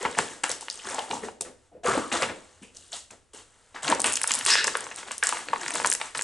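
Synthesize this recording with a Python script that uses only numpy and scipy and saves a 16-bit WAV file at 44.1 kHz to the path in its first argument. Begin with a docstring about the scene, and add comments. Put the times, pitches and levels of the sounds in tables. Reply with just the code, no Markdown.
"""Unboxing a toy figure

Hands work a figure and its thin plastic tray out of a box, close to the microphone in a living room.
Each push makes the tray flex, rub and crinkle in dense small slips that swell, hold and die away;
between pushes it rustles faintly in the grip. Creases snap with bright ticks, panels pop with hollow
knocks and fingertips slide over them. Once the figure squeals against the plastic that holds it."""
import sys
import numpy as np
from scipy import signal
from scipy.fft import rfft, irfft, next_fast_len
from scipy.io import wavfile
from scipy.ndimage import uniform_filter1d

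SR = 44100
rng = np.random.default_rng(int(sys.argv[2]) if len(sys.argv) > 2 else 0)


def wav_out(sig):
    """Save sig, one row per channel (or a flat mono array), as 16-bit PCM at SR to the path in sys.argv[1]."""
    wavfile.write(sys.argv[1], SR, np.round(np.clip(np.atleast_2d(sig).T, -1, 1) * 32767).astype(np.int16))


N = 274743
TIME = np.arange(N) / SR

# pushes of the hands: (start [s], rise [s], length [s], flex [dB], rub [dB], crinkle [dB])
HAND_PUSHES = [(0.0, .025, 0.033, -40.5, -36, -43.5), (0.043, 0.0057, .008, -33.5, -34, -54),
               (0.169, 0.015, 0.011, -29.5, -28.5, -30), (0.434, 0.0022, 0.0072, -44, -29.5, -33.5),
               (0.478, 0.019, 0.032, -42.5, -35, -33.5), (0.604, 0.0055, 0.0099, -53, -51, -41),
               (0.708, 0.007, 0.12, -74, -63, -44.5), (0.822, .075, 0.2, -41.5, -34.5, -35),
               (1.098, 0.008, 0.059, -38.5, -44.5, -39.5), (1.216, 0.03, 0.025, -36.5, -39, -41.5),
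               (1.406, 0.0043, 0.0053, -41.5, -55, -42.5), (1.447, .004, 0.0067, -43.5, -46, -73),
               (1.712, .025, .07, -50, -68, -79), (1.832, 0.039, 0.15, -27.5, -27.5, -32),
               (2.118, .003, 0.055, -34.5, -29, -32.5), (2.198, 0.025, 0.031, -32.5, -27, -33.5),
               (2.285, 0.0083, 0.019, -36, -38, -70), (2.616, 0.012, 0.019, -56, -60, -52.5),
               (2.735, 0.025, 0.22, -64, -65, -50), (2.913, 0.02, 0.054, -58.5, -46, -37),
               (3.104, 0.0034, 0.0072, -51, -51, -51.5), (3.332, .006, 0.068, -57.5, -51.5, -47.5),
               (3.743, 0.0044, 0.032, -53.5, -39, -52), (3.82, 0.016, 0.076, -41, -35, -34),
               (3.868, 0.038, 0.052, -27.5, -24.5, -35), (3.991, .01, .03, -47.5, -45.5, -43),
               (4.041, 0.0036, 0.047, -39.5, -27, -30.5), (4.264, 0.024, 0.12, -53.5, -36, -31.5),
               (4.457, 0.015, 0.077, -58, -31.5, -23.5), (4.658, 0.014, 0.0067, -39.5, -31.5, -30),
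               (4.742, 0.0039, 0.089, -50.5, -38, -46), (4.964, 0.017, 0.014, -50.5, -39, -38.5),
               (5.062, 0.0091, 0.017, -51.5, -44, -46.5), (5.108, 0.0033, 0.012, -59, -41.5, -39),
               (5.227, 0.0084, .09, -52.5, -36.5, -32), (5.326, .01, 0.075, -50.5, -35.5, -38.5),
               (5.48, 0.0098, 0.054, -46.5, -45.5, -71), (5.59, 0.021, 0.066, -49.5, -42.5, -40),
               (5.734, .012, 0.072, -38.5, -37.5, -34), (5.833, 0.016, 0.036, -40, -35.5, -32),
               (5.998, 0.0033, 0.072, -55.5, -39.5, -41), (6.145, 0.0046, 0.051, -46.5, -40.5, -38)]
# faint rustle of the tray in the grip: (time [s], level [dB])
GRIP_RUSTLE = [(0.0, -40), (0.32, -40.5), (0.42, -53.5), (0.6, -51.5), (1.15, -43.5), (1.37, -69),
               (1.66, -65.5), (1.81, -82), (2.0, -41.5), (2.3, -50.5), (2.7, -63), (3.05, -65), (3.31, -70),
               (3.5, -60.5), (3.73, -60.5), (4.05, -46), (4.5, -34.5), (4.9, -44.5), (5.19, -53),
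               (5.75, -36), (6.13, -57)]
# tone of the low flex, the mid rub and the bright crinkle: (frequency [Hz], relative level [dB])
FLEX_TONE = [(30, -51), (70, -8), (130, -9), (220, -3), (330, -1), (560, -2), (700, -4), (1000, -22.5)]
RUB_TONE = [(400, -19), (600, -5.5), (800, 2), (1300, 3), (2000, 1), (2900, -7.5), (3600, -10.5),
            (5000, -13)]
CRINKLE_TONE = [(1800, -48), (2800, 1.5), (3500, 0.5), (5000, -1.5), (6500, 2), (8200, 3.5), (9600, -2),
                (11200, -11.5)]
# creases snapping: (time [s], attack level [dB], pitch [Hz])
CREASE_SNAPS = [(0.0284, -31, 7400), (0.1867, -20, 8060), (0.4367, -28, 5800), (0.44, -21, 7250),
                (0.4943, -25, 8250), (0.5155, -21.5, 6120), (0.7001, -24, 4580), (0.7105, -31.5, 5400),
                (0.9462, -29.5, 6600), (0.991, -29, 3020), (1.4095, -23.5, 8200), (1.4108, -23.5, 8000),
                (1.42, -29, 8300), (2.127, -27.5, 6440), (2.1745, -30.5, 4570), (2.223, -24, 5240),
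                (2.7695, -37, 6200), (2.9296, -31, 3700), (3.1095, -41.5, 6560), (3.8797, -22, 4250),
                (3.9005, -21.5, 7600), (3.9184, -24, 3400), (3.9492, -27.5, 5560), (3.997, -27, 7550),
                (4.0026, -20.5, 8500), (4.0177, -19, 8900), (4.0424, -20, 8700), (4.0676, -21.5, 8600),
                (4.1233, -22.5, 9300), (4.1326, -21, 8850), (4.1382, -21.5, 7900), (4.156, -19, 6900),
                (4.1683, -21.5, 7500), (4.1722, -25, 6400), (4.2157, -22, 9100), (4.2334, -20.5, 6900),
                (4.2375, -19.5, 9150), (4.275, -18.5, 9600), (4.2781, -22, 8700), (4.3078, -28, 7100),
                (4.3174, -15.5, 5800), (4.3378, -19, 8350), (4.3447, -22, 8700), (4.352, -19, 9200),
                (4.389, -23.5, 9650), (4.451, -21, 8300), (4.463, -16, 8300), (4.5036, -15, 5130),
                (4.5378, -18.5, 5600), (4.6428, -17.5, 6340), (4.6706, -19, 6160), (4.6764, -22, 7650),
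                (4.7703, -25.5, 9800), (4.807, -29.5, 7500), (4.842, -34, 6140), (4.9605, -31.5, 8500),
                (5.1168, -27, 7400), (5.1807, -27, 8500), (5.2365, -18, 7800), (5.244, -34, 9300),
                (5.27, -16.5, 7500), (5.2909, -19, 9000), (5.6802, -26, 6760), (5.706, -28, 8700),
                (5.7393, -27, 8440), (5.7538, -24, 8200), (5.772, -28, 7400), (5.8613, -20.5, 8600),
                (5.872, -17.5, 7960), (5.9004, -16.5, 8650), (5.9154, -17.5, 7540), (5.9267, -17.5, 9000),
                (5.937, -18.5, 8350), (5.9508, -22, 7700), (6.014, -31.5, 3700), (6.1491, -32, 5060),
                (6.1737, -30, 4060), (6.1795, -26.5, 8340), (6.211, -25, 7250), (6.2213, -22.5, 8100)]
# panels popping, some damped by fingers: (time [s], attack level [dB], pitch [Hz], t60 [s])
PANEL_POPS = [(0.0512, -25.5, 1140, 0.089), (0.1505, -39.5, 1730, 0.025), (0.1882, -20.5, 1390, 0.03),
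              (0.4396, -24, 1390, 0.023), (0.6836, -35, 2150, 0.013), (0.9837, -32, 840, 0.058),
              (1.1112, -30.5, 2500, .019), (1.285, -38.5, 744, 0.047), (1.41, -44.5, 760, 0.018),
              (1.8653, -34, 1200, .032), (1.9765, -30.5, 800, .013), (2.1168, -32.5, 1800, 0.02),
              (2.2307, -25, 1890, 0.053), (2.2975, -35.5, 1610, 0.026), (3.8782, -29, 1970, .045),
              (3.9246, -22.5, 970, 0.043), (3.9957, -34, 745, 0.015), (4.0435, -26, 2170, .017),
              (4.1716, -31, 2500, 0.018), (4.2153, -32.5, 1730, 0.013), (4.2424, -27.5, 1550, 0.0044),
              (4.3078, -26, 2120, 0.027), (4.4109, -32.5, 2120, 0.014), (4.4623, -27.5, 2200, 0.011),
              (4.501, -31, 2120, .008), (4.5548, -21.5, 1760, 0.009), (4.6432, -27.5, 1790, 0.043),
              (4.6795, -25, 1750, 0.019), (4.7533, -24, 1570, 0.019), (4.8672, -38.5, 1480, 0.019),
              (4.9125, -38, 1880, 0.053), (5.03, -41, 1480, 0.052), (5.0845, -43, 1600, .014),
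              (5.1108, -35, 1900, .029), (5.2278, -24.5, 1680, 0.011), (5.2931, -31.5, 1730, 0.031),
              (5.3255, -27, 1210, 0.01), (5.3706, -35.5, 1470, 0.03), (5.4857, -34, 2200, 0.012),
              (5.5324, -24.5, 1105, .038), (5.5603, -33, 1170, .016), (5.6332, -37, 1880, 0.015),
              (5.6625, -32.5, 1690, 0.0074), (5.6828, -33, 1870, .009), (5.7062, -33, 1530, 0.02),
              (5.7576, -31.5, 1690, .018), (5.8004, -30.5, 1000, .009), (5.8178, -35.5, 1770, .023),
              (5.8468, -21.5, 1110, 0.013), (5.8563, -28, 1030, 0.042), (5.9214, -29, 1670, 0.015),
              (5.9499, -35, 1970, .023), (6.0142, -29, 1760, 0.024), (6.1503, -32, 1530, 0.057),
              (6.1929, -29.5, 1870, 0.0023), (6.212, -33.5, 1690, 0.011)]
# fingers sliding over a panel: (time [s], level [dB], pitch [Hz], t60 [s])
FINGER_STROKES = [(0.051, -31.5, 221, 0.06), (0.185, -30, 187, 0.11), (0.62, -36.5, 870, 0.047),
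                  (0.794, -33, 2860, 0.03), (0.94, -31.5, 800, 0.18), (0.983, -34.5, 776, 0.31),
                  (1.104, -28.5, 746, 0.055), (1.13, -33, 865, 0.27), (1.866, -26.5, 1210, 0.78),
                  (1.97, -20.5, 244, 0.068), (2.118, -35, 3570, 0.54), (2.223, -34, 125, 0.12),
                  (2.615, -44, 223, 0.14), (2.625, -49, 2600, 0.27), (2.93, -42, 3500, 0.14),
                  (2.93, -39.5, 673, 0.073), (3.335, -51, 447, 0.22), (3.835, -43, 151, 0.3),
                  (4.043, -29, 2660, 0.4), (4.05, -29.5, 8540, 0.42), (5.225, -23.5, 1680, 0.2),
                  (5.323, -26, 890, 0.069), (5.533, -22.5, 750, 0.055)]
# the figure dragged through its pocket: (time [s], rasp [dB], squeal [dB])
FIGURE_DRAG = [(4.46, -38, -62), (4.498, -23, -50), (4.513, -24, -17.5), (4.548, -23, -28),
               (4.558, -27.5, -50), (4.585, -22.5, -47), (4.635, -31.5, -53), (4.68, -49, -73)]
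# resonances of that pocket and of the whole tray: (pitch [Hz], nominal width [Hz], relative level [dB])
POCKET_MODES = [(1730, 340, 7), (2720, 330, 3.5), (3530, 1200, 1.5), (4800, 590, -7)]
TRAY_MODES = [(290, 72, -15), (479, 81, 0.5), (780, 16, -10.5), (903, 86, -3.5), (1054, 23, -13),
              (1440, 20, -29), (1690, 77, -21), (1970, 20, -36), (2770, 230, -16.5), (8300, 1900, -15)]
# decay of the living room: (frequency [Hz], t60 [s])
ROOM_DECAY = [(150, 0.39), (400, 0.71), (1000, 0.21), (2800, 0.43), (7300, 0.28), (12000, 0.32)]
# room tone of still air: (frequency [Hz], relative level [dB])
AIR_TONE = [(15, -2), (45, -6.5), (90, -1.5), (170, -20.5), (450, -21), (1200, -29), (4000, -38.5),
            (11000, -37)]
# lead of the left microphone port over the right: (frequency [Hz], phase [rad])
LEFT_LEAD = [(60, .02), (250, 0.16), (500, 0.26), (800, .5), (1300, 0.43), (2200, 0.27), (5000, .1),
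             (11000, 0.3)]
# lift of the left port over the right: (frequency [Hz], gain [dB])
LEFT_LIFT = [(60, 0.5), (350, 1), (700, 1.5), (1150, 2), (2100, 0.9), (4000, 1), (11000, 1)]


def effort(push_levels_db, release_db_per_s, grip_db):
    """Envelope in dB of one kind of slip: each push swells, eases and lets go, over the grip's rustle."""
    sag_db_per_s = 47
    power = from_db(in_time(GRIP_RUSTLE)[0] + grip_db) ** 2
    for (start, rise, length, *_), level_db in zip(HAND_PUSHES, push_levels_db):
        first = int(start * SR)
        t = TIME[:min(SR, N - first)]
        fall_db = sag_db_per_s * t + release_db_per_s * np.maximum(t - length, 0)
        power[first:first + len(t)] += (np.minimum(t / rise, 1) * from_db(level_db - fall_db)) ** 2
    return 10 * np.log10(power)


def rustle(level_db, tone, band_hz, per_s, spread_db, cycles, grain):
    """Separate slips stand out while the hands push; a light touch or a fade blurs them into a wash."""
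    slope_db_per_s = np.gradient(uniform_filter1d(level_db, size=900)) * SR
    pressing = np.clip((level_db + 73.5) / 22, .15, 1)
    grain_share = np.clip(grain * pressing * (1 + np.minimum(slope_db_per_s, 0) / 130), .1, .97)
    grains = coloured(patches(slips(per_s, spread_db), band_hz, cycles), tone)
    wash = coloured(rng.standard_normal(N), tone)
    return from_db(level_db) * (np.sqrt(grain_share) * grains + np.sqrt(1 - grain_share) * wash)


def slips(per_s, spread_db):
    """Plastic sticks and slips: clicks of uneven size at random moments, levelled over 25 ms."""
    sizes = from_db(spread_db * np.minimum(rng.exponential(1, N), 4)) * rng.choice([-1, 1], N)
    clicks = sizes * (rng.random(N) < per_s / SR)
    local_power = np.abs(uniform_filter1d(clicks ** 2, size=1100))
    return clicks / np.sqrt(local_power + 1e-6)


def patches(clicks, band_hz, cycles, count=18):
    """Every slip rings one patch of plastic, at that patch's own pitch, for a few cycles."""
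    patch = rng.integers(0, count, N)
    pitches = np.geomspace(*band_hz, count)
    return sum(resonance(clicks * (patch == k) + 1e-18, hz, hz / cycles) for k, hz in enumerate(pitches))


def buckles(events, attack_s, width, scatter, crumple_s, settle_db, settle_t60, ring_db, band_hz):
    """Plastic gives way in one jump and a dying flurry that ring the patch around it, then settles."""
    t = TIME[:4096]
    out = np.zeros(N + len(t))
    settling = from_db(settle_db) * decay(t, settle_t60)
    for (s, level_db, hz, t60), flurry in zip(events, rng.standard_normal((len(events), len(t)))):
        force = scatter * np.sqrt(hz / SR) * flurry * (decay(t, t60) + settling)
        force[0] = 1 / (1 + t60 / crumple_s)   # a long crumple starts with a smaller jump
        crack = resonance(force, hz, width * hz)
        ring = resonance(crack, hz, np.log(1000) / (np.pi * t60))
        hit = band_pass(crack + from_db(ring_db) * ring, band_hz)
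        start = int(s * SR)
        out[start:start + len(t)] += from_db(level_db) * hit / hit[:int(attack_s * SR)].std()
    return out[:N]


def crease_snaps(ring_cycles):
    """Creases snap over with short bright ticks; the higher the pitch, the shorter the ring."""
    creases = [(s, level_db, hz, ring_cycles / hz) for s, level_db, hz in CREASE_SNAPS]
    return buckles(creases, attack_s=.002, width=.38, scatter=1.4, crumple_s=.004,
                   settle_db=-19.5, settle_t60=.042, ring_db=-3.5, band_hz=(3400, 10950))


def panel_pops():
    """Panels pop through with hollow knocks."""
    return buckles(PANEL_POPS, attack_s=.007, width=.81, scatter=.55, crumple_s=.093,
                   settle_db=-26.5, settle_t60=.06, ring_db=-5.5, band_hz=(428, 3350))


def finger_strokes(rise_s, width, per_s):
    """A fingertip catches, then slides to rest in fine slips that ring the panel under it."""
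    out, force = np.zeros(N), slips(per_s, spread_db=3)
    for s, level_db, hz, t60 in FINGER_STROKES:
        span = slice(int(s * SR), int((s + t60) * SR))
        t = TIME[span] - TIME[span][0]
        panel = rms_one(double_resonance(force[span], hz, width * hz))
        out[span] += from_db(level_db) * panel * (1 - np.exp(-t / rise_s)) * decay(t, t60)
    return out


def figure_drag(squeal_hz, squeal_width_hz):
    """Quick stick and slip rasps in the pocket that holds the figure and briefly locks into a squeal."""
    rasp_db, squeal_db = in_time(FIGURE_DRAG)
    force = patches(slips(per_s=2200, spread_db=.5), band_hz=(1280, 6000), cycles=4.7)
    rasp = sum(from_db(db) * double_resonance(force, hz, 2 * width) for hz, width, db in POCKET_MODES)
    squeal = double_resonance(slips(per_s=2500, spread_db=0), squeal_hz, squeal_width_hz)
    dragging = (TIME > FIGURE_DRAG[0][0]) * (TIME < FIGURE_DRAG[-1][0])
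    return (from_db(rasp_db) * rms_one(rasp) + from_db(squeal_db) * rms_one(squeal)) * dragging


def tray(x, ring_db):
    """Whatever happens to the plastic also rings the whole shell."""
    shell = sum(from_db(db + ring_db) * resonance(x + 1e-18, hz, width) for hz, width, db in TRAY_MODES)
    return x + shell


def room(x, predelay_s):
    """The living room answers with a diffuse tail that dies band by band."""
    t = TIME[:SR * 6 // 10]
    edges, tail = np.geomspace(100, 13000, 8), 0
    for low, high in zip(edges, edges[1:]):
        band = band_pass(rng.standard_normal(len(t)), (low, high))
        tail = tail + band * decay(t, at_hz(ROOM_DECAY, np.sqrt(low * high)))
    tail = tail * (t > predelay_s)
    return signal.fftconvolve(x, tail / np.sqrt(np.sum(tail ** 2)))[:N]


def room_air():
    """Still air: a low, soft bed of noise, mostly common to both channels."""
    return coloured(rng.standard_normal(N) + .54 * rng.standard_normal((2, N)), AIR_TONE)


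def microphones(x):
    """Two close ports; the sound reaches the left one a little earlier and louder."""
    size = 2 * next_fast_len(N // 2 + 1024)
    hz = np.arange(size // 2 + 1) * SR / size
    side = np.array([[.5], [-.5]])
    ports = from_db(side * at_hz(LEFT_LIFT, hz)) * np.exp(1j * side * at_hz(LEFT_LEAD, hz))
    return irfft(rfft(x, size) * ports, size)[:, :N]


def coloured(x, tone):
    """Minimum-phase EQ to a tone curve, rolling off past its ends; rms 1."""
    size = 2 * next_fast_len(N // 2 + 4096)
    hz = np.arange(size // 2 + 1) * SR / size
    octaves_above = np.maximum(np.log2((hz + 1) / tone[-1][0]), 0)
    octaves_below = np.maximum(np.log2(tone[0][0] / (hz + 1)), 0)
    gain_db = at_hz(tone, hz) - 20 * np.minimum(octaves_above + octaves_below, 2)
    cepstrum = irfft(np.log(from_db(gain_db)))
    response = np.exp(2 * rfft(cepstrum[:size // 2], size))
    return rms_one(irfft(rfft(x, size) * response)[..., :N])


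def resonance(x, hz, width_hz):
    """Two-pole resonance with gain 1 at its peak."""
    r = np.exp(-np.pi * width_hz / SR)
    feedback = [1, -2 * r * np.cos(2 * np.pi * hz / SR), r * r]
    return signal.lfilter(np.array([1, 0, -1]) * (1 - r * r) / 2, feedback, x)


def double_resonance(x, hz, width_hz):
    """The same resonance twice, for steeper skirts."""
    return resonance(resonance(x, hz, width_hz), hz, width_hz)


def band_pass(x, band_hz):
    return signal.sosfilt(signal.butter(2, band_hz, "band", fs=SR, output="sos"), x)


def decay(t, t60):
    return np.exp(-np.log(1000) * t / t60)


def from_db(db):
    return 10 ** (np.asarray(db) / 20)


def rms_one(x):
    return x / np.sqrt(np.mean(x ** 2) + 1e-20)


def in_time(rows):
    """Each column of an automation curve, at every sample."""
    times, *columns = np.transpose(rows)
    return [np.interp(TIME, times, column) for column in columns]


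def at_hz(points, hz):
    """A curve read on a log-frequency axis."""
    known_hz, values = np.transpose(points)
    return np.interp(np.log(hz + 1e-3), np.log(known_hz), values)


def scene():
    """The tray's slips, snaps and pops, heard in the room through two close ports."""
    *_, flex_pushes, rub_pushes, crinkle_pushes = np.transpose(HAND_PUSHES)
    flex = rustle(effort(flex_pushes, release_db_per_s=169, grip_db=-12), FLEX_TONE,
                  band_hz=(100.3, 800), per_s=260, spread_db=8.5, cycles=13.7, grain=1)
    rub = rustle(effort(rub_pushes, release_db_per_s=208, grip_db=-6), RUB_TONE,
                 band_hz=(582, 3500), per_s=650, spread_db=5.5, cycles=8.6, grain=.61)
    crinkle = rustle(effort(crinkle_pushes, release_db_per_s=163, grip_db=-4.5), CRINKLE_TONE,
                     band_hz=(2600, 11130), per_s=1900, spread_db=6.5, cycles=12, grain=.76)
    snaps = crease_snaps(ring_cycles=40)
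    pops = panel_pops()
    fingers = finger_strokes(rise_s=.00066, width=.29, per_s=1200)
    figure = figure_drag(squeal_hz=5040, squeal_width_hz=600)
    plastic = tray(flex + rub + crinkle + snaps + fingers + figure, ring_db=-3.5)
    plastic += tray(pops, ring_db=12)   # a pop shakes the shell harder than a passing slip
    reverb = from_db(-13.5) * room(plastic, predelay_s=.0037)
    # reflections from the side walls reach the two ports unequally
    side_walls = from_db(-18.5) * room(plastic, predelay_s=.001) * np.array([[1], [-1]])
    return microphones(plastic + reverb) + side_walls + from_db(-66.5) * room_air()


def record(dry):
    """A steep high cut takes off the very top."""
    cutoff_hz = 11200
    return signal.sosfilt(signal.ellip(10, .2, 70, cutoff_hz, fs=SR, output="sos"), dry)


dry = scene()
out = record(dry)
wav_out(out)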